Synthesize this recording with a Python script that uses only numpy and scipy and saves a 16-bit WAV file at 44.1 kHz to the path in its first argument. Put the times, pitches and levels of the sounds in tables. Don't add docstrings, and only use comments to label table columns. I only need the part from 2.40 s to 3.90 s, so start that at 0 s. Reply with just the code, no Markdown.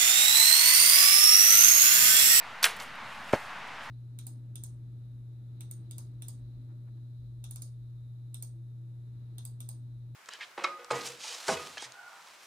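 import sys
import numpy as np
from scipy import signal
from scipy.fft import rfft, irfft, next_fast_len
from scipy.io import wavfile
from scipy.ndimage import uniform_filter1d, map_coordinates

SR = 44100
rng = np.random.default_rng(int(sys.argv[2]) if len(sys.argv) > 2 else 0)


def bounce(signal):
    frames = np.transpose(np.atleast_2d(signal))
    limited = np.clip(frames, -1, 1)
    pcm = np.round(limited * 32767).astype(np.int16)
    wavfile.write(sys.argv[1], SR, pcm)


def gain_from_db(level_db):
    decades = np.asarray(level_db, float) / 20
    return 10 ** decades


N = 66150


def unit(x):
    return x / np.sqrt(np.mean(x ** 2) + 1e-20)


def along(points, hz):
    point_hz, value = np.transpose(points)
    return np.interp(np.log(hz + 1), np.log(point_hz + 1), value)


def wobble(rate):
    knots = rng.standard_normal(int(N * rate / SR) + 4)
    return map_coordinates(knots, [np.arange(N) * rate / SR])


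def filtered(x, response):
    n = x.shape[-1]
    padded = next_fast_len(2 * n)
    return irfft(rfft(x, padded) * response(np.fft.rfftfreq(padded, 1 / SR)), padded)[..., :n]


def swell(rows):
    t = np.arange(N) / SR
    total = 0
    for start, rise, t60, db in rows:
        fade = gain_from_db(db - 60 * np.maximum(t - start - rise, 0) / t60)
        total = total + fade * np.clip((t - start) / rise, 0, 1) ** 2
    return total


def grit(spectrum, rate, spread_db, smooth):
    happens = rng.random(N) < rate / SR
    size = gain_from_db(spread_db * rng.standard_normal(N).clip(-2, 1.5))
    clicks = happens * size * rng.choice([-1, 1], N)
    mix = np.sqrt(1 - smooth) * unit(clicks) + np.sqrt(smooth) * rng.standard_normal(N)
    return unit(filtered(mix, lambda hz: gain_from_db(along(spectrum, hz))))


def rush(spectrum, patchy_db):
    # pitch_hz, likeness (0 to 1)
    alike = [(40, .8), (150, .99), (550, .99), (1650, .95), (3500, .86), (6500, .78), (8000, .93),
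             (15000, .94)]
    z = signal.stft(rng.standard_normal((2, N)), nperseg=512)[2]
    patches = uniform_filter1d(rng.standard_normal(z.shape[1:]), 6, axis=0)
    patches = uniform_filter1d(patches, 10, axis=1)
    pair = signal.istft(z * gain_from_db(patchy_db * unit(patches)), nperseg=512)[1][:, :N]

    def mid_side(hz):
        angle = np.arccos(np.clip(along(alike, hz), -1, 1)) / 2
        return gain_from_db(along(spectrum, hz)) * [np.cos(angle), np.sin(angle)]

    mid, side = filtered(pair, mid_side)
    return unit(np.array([mid + side, mid - side]))


def traffic():
    # pitch_hz, level_db
    hiss_colour = [(300, -40), (450, -14), (650, -6), (900, -1), (1900, -3.5), (3200, -11.5), (5840, -24),
                   (16000, -46)]
    rumble_colour = [(20, -14), (40, -8), (60, -12), (110, -5), (230, -5), (320, -13), (450, -14),
                     (800, -60)]
    hiss = gain_from_db(-43 + .5 * wobble(2) + .4 * wobble(10)) * rush(hiss_colour, patchy_db=1.0)
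    return hiss + gain_from_db(-58.5 + .6 * wobble(4)) * rush(rumble_colour, patchy_db=.8)


def rustles():
    # start_s, rise_s, t60_s, level_db
    stirs = [
        (0.0, .05, 2.0, -68),
        (.28, .01, .5, -58),
        (.395, .02, .35, -56),
        (.52, .2, 1.5, -64),
        (.8, .1, 1.0, -64),
        (.925, .008, .6, -58),
        (1.415, .02, .3, -62),
    ]
    # pitch_hz, level_db
    blades = [(1500, -60), (3000, -8), (6500, 0), (10000, -2), (16000, -13)]
    return swell(stirs) * grit(blades, rate=1200, spread_db=5, smooth=.6)


def cracks():
    # start_s, level_db, pitch_hz (centre), t60_s
    hits = [(.2255, -33, 2500, .012), (.2285, -24, 10500, .025), (.2283, -28, 1400, .05),
            (.2292, -21, 4000, .04), (.2357, -17, 8000, .005), (.2415, -10, 3700, .012),
            (.2424, -15, 7000, .014), (.2426, -14, 3900, .016), (.2437, -9, 1900, .011),
            (.2483, -22, 9000, .01), (.249, -21, 1600, .02), (.2527, -20, 9500, .02),
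            (.2555, -21, 2600, .025), (.261, -21, 1500, .04), (.2665, -28, 9500, .012),
            (.2935, -42, 9000, .015), (.308, -42, 9000, .025), (.3645, -48, 9000, .03),
            (.368, -47, 10000, .025), (.39, -51, 11000, .012), (.4, -36, 5000, .03),
            (.407, -47, 10000, .015), (.421, -47.5, 9000, .05), (.434, -49, 8000, .03),
            (.554, -60, 10000, .03), (.8935, -36, 2000, .015), (.9275, -45, 6000, .02),
            (.932, -26, 1700, .016), (.941, -45, 6000, .02), (1.274, -57, 6500, .06)]
    width, rise_s = .8, .0002
    snap = 4.5
    out, t = np.zeros(N + SR), np.arange(4096) / SR
    noises = rng.standard_normal((len(hits), len(t)))
    for (start, db, centre, t60), noise in zip(hits, noises):
        def band(hz):
            spread = 1j * hz * centre * width
            return (spread / (centre * centre - hz * hz + spread)) ** 2

        shape = gain_from_db(db - 60 * t / t60) * (1 - np.exp(-t / rise_s))
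        burst = filtered(shape * noise - snap * gain_from_db(db) * (t == 0), band)
        out[round(start * SR):][:len(t)] += unit(burst) * np.sqrt(np.mean(shape ** 2))
    return out[:N]


def scuffs():
    # start_s, rise_s, t60_s, level_db
    brushes = [
        (.226, .004, .12, -31),
        (.241, .004, .17, -24.5),
    ]
    # pitch_hz, level_db
    torn = [(180, -51), (300, -21), (701, -7), (1610, -3), (2650, -2), (6740, -13), (10600, -11),
            (16000, -28)]
    return swell(brushes) * grit(torn, rate=2500, spread_db=5, smooth=.45)


def sole_drag():
    # start_s, rise_s, t60_s, level_db
    scrapes = [
        (.228, .003, .15, -35),
        (.25, .02, .4, -36),
        (.385, .02, .3, -47),
    ]
    # pitch_hz, level_db
    sole = [(200, -40), (400, -4), (1000, 0), (2000, -2), (3800, -6), (6000, -16), (16000, -36)]
    return swell(scrapes) * grit(sole, rate=2500, spread_db=5, smooth=.45)


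def crushed_grass():
    # start_s, rise_s, t60_s, level_db
    touch = (.927, .005, .14, -28)
    # pitch_hz, level_db
    crush = [(200, -40), (450, -5), (1100, 0), (2000, -3), (4000, -17), (9000, -30), (16000, -45)]
    return swell([touch]) * grit(crush, rate=1200, spread_db=4, smooth=.5)


def landing():
    # start_s, level_db, direction (+1 or -1), pitch and decay (times those of the first)
    pushes = [
        (.9353, -5, -1, 1.0, 1.0),
        (.9415, -13, 1, 1.45, .5),
        (.9485, -27, -1, 1.1, 1.6),
        (.9565, -30, 1, 1.0, 1.6),
    ]
    # pitch_hz, level_db, t60_s
    tones = [(575, -3, .02), (430, -4, .012), (280, -9.5, .014), (150, -14, .032), (850, -8, .006),
             (1600, -16, .008)]
    rise_s = .0003
    t, out = np.arange(N) / SR, 0
    for start, db, way, pitch, last in pushes:
        since = np.maximum(t - start, 0)
        rise = 1 - np.exp(-since / rise_s)
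        for hz, level_db, t60 in tones:
            fade = gain_from_db(db + level_db - 60 * since / (t60 * last))
            out = out + way * fade * np.sin(2 * np.pi * hz * pitch * since) * rise
    return out


def lawn(x):
    t60_s, level_db = .12, -21
    t = np.arange(SR // 4) / SR
    tail = rng.standard_normal(len(t)) * gain_from_db(-60 * t / t60_s) * (t > .006)
    return x + gain_from_db(level_db) * signal.fftconvolve(x, tail / np.linalg.norm(tail))[:N]


def near(x):
    # pitch_hz, level_db
    lean_curve = [(1000, 0.0), (4000, -.5), (9000, -3.2), (14000, -.3)]
    # pitch_hz, level_db
    side_curve = [(300, -34), (2500, -30), (3800, -13), (6000, -17), (10000, -14), (16000, -11)]
    low_cut_hz = 76

    def ports(hz):
        lean = gain_from_db(along(lean_curve, hz) / 2)
        side = 1j * gain_from_db(along(side_curve, hz))
        cut = (1j * hz / (low_cut_hz + 1j * hz)) ** 3
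        return cut * np.array([lean * (1 + side), (1 - side) / lean])

    return filtered(x, ports)


def scene():
    background = traffic()
    grass = rustles()
    kick = cracks() + scuffs() + sole_drag()
    fall = crushed_grass() + lawn(landing())
    return background + near(grass + kick + fall)


def top_cut(x):
    return signal.sosfilt(signal.butter(12, 16990, fs=SR, output="sos"), x)


def record(dry):
    top_hz, edge_hz, offset = 15800, 500, -.0029
    mix = filtered(dry, lambda hz: np.clip((top_hz - hz) / edge_hz, 0, 1)) + offset
    return top_cut(mix)


dry = scene()
out = record(dry)
bounce(out)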